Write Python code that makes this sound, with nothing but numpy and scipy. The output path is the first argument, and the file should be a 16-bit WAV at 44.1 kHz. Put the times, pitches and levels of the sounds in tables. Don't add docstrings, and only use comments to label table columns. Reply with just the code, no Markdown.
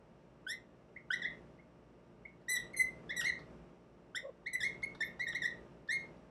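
import sys
import numpy as np
from scipy import signal
from scipy.fft import rfft, irfft
from scipy.io import wavfile

SR = 44100
rng = np.random.default_rng(int(sys.argv[2]) if len(sys.argv) > 2 else 0)


def waveform_to_disk(signal):
    frames = np.transpose(np.atleast_2d(signal))
    scaled = np.clip(frames, -1, 1) * 32767
    samples = np.round(scaled).astype(np.int16)
    wavfile.write(sys.argv[1], SR, samples)


N = 277830
TIME = np.arange(N) / SR
BIN_HZ = np.fft.rfftfreq(N, 1 / SR)


def gain_of(db):
    return 10 ** (np.asarray(db) / 20)


def unit_rms(x):
    return x / np.sqrt(np.mean(x ** 2) + 1e-20)


def curve_at(points, hz):
    point_hz, value = np.transpose(points)
    return np.interp(np.log(hz + 1), np.log(point_hz), value)


def add(mix, start_s, sound):
    part = mix[max(round(start_s * SR), 0):][:len(sound)]
    part += sound[:len(part)]


def filtered(x, spectrum):
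    return irfft(rfft(x) * gain_of(curve_at(spectrum, BIN_HZ)), N)


def noise(spectrum):
    return unit_rms(filtered(rng.standard_normal(N), spectrum))


def drift(rate_hz):
    return unit_rms(irfft(rfft(rng.standard_normal(N)) * np.exp(-(BIN_HZ / rate_hz) ** 2), N))


def fade(t, rise_s, fall_s):
    attack = np.sin(np.pi / 2 * np.clip((t - t[0]) / rise_s, 0, 1)) ** 2
    return attack * np.clip((t[-1] - t) / fall_s, 0, 1)


# (frequency [Hz], relative density [dB])
VENT_SPECTRUM = [(25, -32.5), (50, -8.5), (65, -7), (100, -17.5), (130, -4), (180, -6.5), (210, -7),
                 (320, -10), (450, -6), (500, -14.5), (600, -11.5), (740, -16), (1270, -21.5), (2800, -31),
                 (4200, -68)]
# (frequency [Hz], relative density [dB])
HISS_SPECTRUM = [(1650, -51.5), (2800, -6), (3370, -9), (4660, -14), (5770, -11), (6290, -18), (8020, -19),
                 (11000, -29.5), (15500, -45.5)]
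# (frequency [Hz], level [dB])
FAN_PARTIALS = [(57.8, -72.5), (119, -72), (156, -71.5), (177, -68), (232.5, -70.5), (291.5, -73.5),
                (350, -69.5), (518, -73), (542, -88), (576, -73.5), (602, -98.5), (633, -75), (692, -90.5),
                (806, -89), (880, -85.5), (922, -80.5), (1150, -84.5), (1208, -82)]


def room_tone(swell_db, vent_db=-63, hiss_db=-84, hiss_follow=0.98, waver_rad=0.97):
    hum = np.zeros(N)
    for hz, db in FAN_PARTIALS:
        phase = 2 * np.pi * (hz * TIME + rng.random())
        hum += gain_of(db) * np.sin(phase + waver_rad * drift(rate_hz=3))
    hiss = gain_of(hiss_db + hiss_follow * swell_db) * noise(HISS_SPECTRUM)
    vent = gain_of(vent_db) * noise(VENT_SPECTRUM)
    return gain_of(swell_db) * (vent + hum) + hiss


def suppressor_swell_db(x, threshold_db=-47, knee_db=6.5, open_db=6, memory_s=0.21, delay_s=0.047):
    pole = np.exp(-1 / (memory_s * SR))
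    level_db = 10 * np.log10(signal.lfilter([1 - pole], [1, -pole], x ** 2) + 1e-12)
    opening = np.clip((level_db - threshold_db) / knee_db, 0, 1)
    return open_db * np.interp(TIME - delay_s, TIME, opening)


# (frequency [Hz], t60 [s], level re direct sound [dB])
REVERB_BANDS = [(306, 0.2, -27), (2106, 0.34, -1.5), (3900, 0.3, -3), (5800, 0.22, -2.5),
                (7700, 0.38, -13.5), (11080, 0.12, -3), (15000, 0.22, -2)]
# (delay [s], gain [linear])
REFLECTIONS = [(.0046, 0.38), (.0083, 0.011), (.0127, .17), (.0171, 0.16)]


def room(x, gap_s=0.0013, build_s=0.0093, cutoff_s=0.21, near_s=0.06, tap_samples=20):
    taps = np.zeros(SR)
    slots = np.arange(0, SR - tap_samples, tap_samples)
    taps[slots + rng.integers(0, tap_samples, len(slots))] = rng.choice([-1, 1], len(slots))
    hz, t, bands = signal.stft(taps, SR, nperseg=256)
    band_hz, t60_s, wet_db = np.transpose(REVERB_BANDS)
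    decay_per_s = np.log(1000) / curve_at(np.c_[band_hz, t60_s], hz)[:, None]
    wet = gain_of(curve_at(np.c_[band_hz, wet_db], hz))[:, None]
    unit_energy = np.sqrt(2 * decay_per_s * tap_samples / SR)
    bands = bands * wet * unit_energy * np.exp(-decay_per_s * t - (t / cutoff_s) ** 3)
    response = signal.istft(bands, SR)[1][:SR] * np.clip((TIME[:SR] - gap_s) / build_s, 0, 1)
    response[0] = 1
    for delay_s, gain in REFLECTIONS:
        response[round(delay_s * SR)] += gain
    early = np.exp(-(TIME[:SR] / near_s) ** 2)
    near = signal.fftconvolve(x, response * early)[:N]
    tail = signal.fftconvolve(x, response * (1 - early))[:N]
    return near, tail


# (time [s], pitch [Hz], relative level [dB])
GROAN_TRACK = [(4.226, 520.4, -54), (4.247, 540, -42.5), (4.267, 565, -39), (4.284, 560, -44.5),
               (4.299, 544, -39), (4.311, 561, -67.5)]


def groan(jitter=0.057, rough_hz=120, shake_db=1.5, octave_db=-21, trim_db=-1):
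    time_s, hz, db = np.transpose(GROAN_TRACK)
    pitch_hz = np.interp(TIME, time_s, hz) * (1 + jitter * drift(rough_hz))
    phase = 2 * np.pi * np.cumsum(pitch_hz) / SR
    gate = fade(np.clip(TIME, time_s[0], time_s[-1]), rise_s=0.003, fall_s=0.0026)
    level = gain_of(np.interp(TIME, time_s, db) + trim_db + shake_db * drift(rough_hz))
    return gate * level * (np.sin(phase) + gain_of(octave_db) * np.sin(2 * phase))


# (time [s], length [s], starting pitch [Hz], level [dB])
LIFT_WHISTLES = [(5.045, 0.028, 11750, -62), (5.235, .008, 12600, -62)]


def whistles(jitter=0.021, jitter_hz=600, sag_hz_per_s=12000):
    out, waver = np.zeros(N), drift(jitter_hz)
    for start_s, length_s, hz, db in LIFT_WHISTLES:
        t = np.arange(0, length_s, 1 / SR)
        pitch_hz = (hz - sag_hz_per_s * t) * (1 + jitter * waver[round(start_s * SR):][:len(t)])
        tone = np.sin(2 * np.pi * np.cumsum(pitch_hz) / SR)
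        add(out, start_s, gain_of(db) * fade(t, rise_s=0.0038, fall_s=0.0061) * tone)
    return out


# (time [s], relative level [dB])
LANDINGS = [(1.552, -80), (2.415, -71.5), (2.476, -70), (3.088, -80), (3.218, -63), (3.238, -48),
            (3.391, -56), (4.823, -56), (4.949, -54), (5.003, -53.5), (5.193, -54.5), (5.323, -65),
            (5.877, -60.5), (6.166, -71.5)]
# (frequency [Hz], gain [dB])
CONTACT_SPECTRUM = [(200, 6), (900, 8.5), (1800, 6.5), (2700, -16), (3600, 6), (5200, -2.5), (7000, -17),
                    (10000, -23), (12500, -33.5), (15000, -51)]


def ticks(t60_s=0.05, trim_db=4):
    envelope, t = np.zeros(N), np.arange(SR // 10) / SR
    for start_s, db in LANDINGS:
        add(envelope, start_s, gain_of(db + trim_db) * np.exp(-np.log(1000) * t / t60_s))
    return filtered(envelope * rng.standard_normal(N), CONTACT_SPECTRUM)


def bite(t, build_s, fade_db):
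    return np.clip(t / build_s, 1e-4, 1) * gain_of(fade_db * (t / t[-1]) ** 5.2)


def slip_rate_hz(t, turn_s, glide_s, land_hz, turn_hz, lift_hz):
    approach = np.minimum(t / turn_s, 1)
    eased = np.sin(np.pi / 2 * np.clip((t - turn_s) / glide_s, 0, 1)) ** 2
    return land_hz + (turn_hz - land_hz) * approach + (lift_hz - turn_hz) * eased


def slip_phase(hz, waver, jitter=0.0015, slow_jitter=0.011, glide_jitter=0.0027, steady_hz=1850):
    slowness = np.maximum(1 - hz / steady_hz, 0)
    glide_per_s = abs(np.gradient(hz)) * SR / hz
    unevenness = jitter + slow_jitter * slowness + glide_jitter * np.minimum(glide_per_s / 8, 1)
    return 2 * np.pi * np.cumsum(hz * (1 + unevenness * waver)) / SR


# (frequency [Hz], gain [dB])
FUNDAMENTAL_RESPONSE = [(1350, -3), (1530, 6.5), (1620, -7.5), (1780, -4.5), (1900, 4), (2000, 1.26),
                        (2080, 1.7), (2200, 1.7), (2300, -13.5)]
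# (frequency [Hz], gain [dB])
OVERTONE_RESPONSE = [(2800, 16), (3500, 7.5), (4250, -1.5), (4550, -17.5), (5050, 4.5), (5700, 1),
                     (6400, -6.5), (6720, -18), (7300, -1), (8000, -3.5), (8900, -11.5), (10100, -5.5),
                     (11150, -9.5), (12100, -13), (13100, -31.5), (14100, -22.5), (14900, -47.5),
                     (15500, -38.5)]
# (time [s], length [s], turn [s], glide [s], landing pitch [Hz], turn pitch [Hz], lift-off pitch [Hz],
#  fundamental [dB], bump time [s], bump gain [dB], overtones [dB], overtone slope [dB/octave],
#  overtone build-up [s], overtone fade at lift-off [dB])
MARKER_STROKES = [ (.464, .079, 0.037, 0.035, 1456, 1803, 2057, -43.5, 0.041, 8.5, -48.5, 6.5, 0.048, -34),
                  (.961, 0.017, 0.0077, 0.012, 1835, 2123, 2240, -53.5, 0, 12, -86, -6, .009, -28),
                  (1.102, 0.045, 0.015, 0.033, 1416, 1658, 2028, -32, 0.019, -3.5, -48.5, -6.5, 0.012, 0.5),
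                  (1.215, 0.055, 0.023, 0.027, 2030, 1652, 2080, -40, .036, 7, -52, -16, .0055, -27),
                  (1.586, 0.024, 0.012, .007, 1950, 2170, 2140, -66, 0, 5.5, -96, -2, .009, -28),
                  (2.25, 0.031, 0.0073, 0.013, 1940, 2192, 2320, -56, 0.0066, 10.5, -93, -6, 0.0078, -28),
                  (2.481, .1, 0.022, 0.071, 1858, 2015, 1957, -37.5, 0.012, -1.5, -44.5, 6.5, .017, -11.5),
                  (2.553, .023, .013, 0.014, 1995, 1875, 1390, -47, 0.0049, 12, -45.5, -5, 0.0067, -25),
                  (2.731, 0.019, .011, 0.0074, 1984, 2224, 1964, -56.5, 0.02, 21.5, -63, 0, 0.0027, -34),
                  (2.761, 0.079, 0.034, .028, 2092, 2059, 2007, -44.5, 0.042, 23.5, -51, 10.5, 0.0076, -14.5),
                  (3.091, 0.039, 0.0059, 0.025, 1810, 1706, 2137, -42.5, 0.014, 7, -53, -11, 0.0023, -63),
                  (3.16, 0.06, 0.042, .028, 1986, 1878, 1066, -43, 0.042, 10, -49.5, 2.5, 0.0087, 3.5),
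                  (3.24, 0.069, 0.028, 0.072, 1771, 2155, 1638, -34.5, .041, -1, -44.5, -5.5, 0.0075, -21),
                  (4.146, .036, 0.014, .026, 1414, 1803, 2130, -38.5, .004, -1.5, -47, 4.5, 0.017, -47),
                  (4.457, 0.036, 0.014, 0.0066, 1665, 2063, 2212, -47, 0.015, 10.5, -49.5, -10.5, 0.018, -30),
                  (4.528, 0.032, 0.02, 0.0049, 2025, 1967, 2015, -42.5, 0.034, 19, -50.5, 7, 0.0081, -30),
                  (4.602, .078, 0.0143, 0.0388, 1917, 1683, 2150, -36.5, 0.039, 2.5, -48.5, -2, .0025, -6.5),
                  (4.827, .024, 0.0069, 0.013, 1935, 2152, 2185, -35.5, 0.018, -2, -48, -.5, 0.01, -27),
                  (5.004, 0.037, 0.015, 0.014, 1830, 1768, 2155, -37.5, 0.012, 10.5, -49, -3.5, 0.0021, -32),
                  (5.194, 0.053, .015, .016, 1877, 1963, 2143, -41.5, .019, 5.5, -50, -13.5, .003, -17),
                  (5.264, 0.039, 0.0073, .034, 2104, 1830, 2032, -43, 0.01, 11, -45, -2, 0.027, -29),
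                  (5.321, .015, 0.0088, .0066, 1900, 1774, 1180, -51, 0.0029, 8.5, -54, -11, .005, -17),
                  (5.346, .027, .0084, 0.0086, 1890, 1920, 2120, -37.5, .017, 1, -48.5, -7, 0.0057, -28),
                  (5.416, 0.05, 0.021, 0.037, 1978, 1729, 2085, -35, 0.036, 4.5, -50.5, -5.5, 0.0038, 2.5),
                  (5.885, 0.091, 0.012, 0.032, 1710, 1800, 2136, -37.5, .014, 10, -41, -0.5, 0.054, -47)]


def squeaks(flutter_db=0.78, flicker_db=2.5, bump_width_s=0.01, stall_hz=1840, stall_db_per_octave=12,
            overtone_trim_db=-1, top_hz=14200, harmonics=9):
    out = np.zeros(N)
    waver, grip, flicker = drift(rate_hz=400), drift(rate_hz=200), drift(rate_hz=220)
    offsets = rng.integers(N, size=(len(MARKER_STROKES), harmonics + 1))
    for stroke, offset in zip(MARKER_STROKES, offsets):
        (start_s, length_s, turn_s, glide_s, land_hz, turn_hz, lift_hz,
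         fundamental_db, bump_s, bump_db, overtone_db, slope_db, build_s, fade_db) = stroke
        t = np.arange(0, length_s, 1 / SR)
        at = round(start_s * SR) + np.arange(len(t))
        hz = slip_rate_hz(t, turn_s, glide_s, land_hz, turn_hz, lift_hz)
        phase = slip_phase(hz, waver[at])
        bump = np.exp(-((t - bump_s) / bump_width_s) ** 2)
        tone = gain_of(fundamental_db + bump_db * bump + curve_at(FUNDAMENTAL_RESPONSE, hz)) * np.sin(phase)
        stall_octaves = np.maximum(np.log2(stall_hz / hz), 0)
        base_db = overtone_db + overtone_trim_db - stall_db_per_octave * stall_octaves
        tilt_db_per_octave = slope_db - 11 * stall_octaves
        dug_in = bite(t, build_s, fade_db)
        for k in range(2, harmonics + 1):
            octaves = np.log2(k / 2)
            level_db = base_db + tilt_db_per_octave * octaves + curve_at(OVERTONE_RESPONSE, k * hz)
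            level_db += flicker_db * flicker[(at + offset[k]) % N]
            envelope = dug_in ** (1 + 0.92 * octaves)
            felt_lowpass = 1 / (1 + (k * hz / top_hz) ** 10)
            tone += envelope * gain_of(level_db) * felt_lowpass * np.sin(k * phase)
        contact = fade(t, rise_s=0.0052, fall_s=0.0034)
        add(out, start_s, tone * gain_of(flutter_db * grip[at]) * contact)
    return out


def scrape(trim_db=-20):
    envelope = np.zeros(N)
    for start_s, length_s, *_, overtone_db, _, build_s, fade_db in MARKER_STROKES:
        t = np.arange(0, length_s, 1 / SR)
        add(envelope, start_s, gain_of(overtone_db + trim_db) * bite(t, build_s, fade_db))
    return envelope * noise(CONTACT_SPECTRUM)


def scene(tail_db=-7.5, tail_follow=1.46):
    near, tail = room(squeaks() + scrape() + whistles() + ticks() + groan())
    swell_db = suppressor_swell_db(near)
    tail_gain = gain_of(tail_db + tail_follow * swell_db)
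    return (near + tail_gain * tail + room_tone(swell_db))[None]


def record(dry):
    lowpass = signal.firwin(511, 15700, window=("kaiser", 9), fs=SR)
    return signal.oaconvolve(dry, lowpass[None], "same")


dry = scene()
out = record(dry)
waveform_to_disk(out)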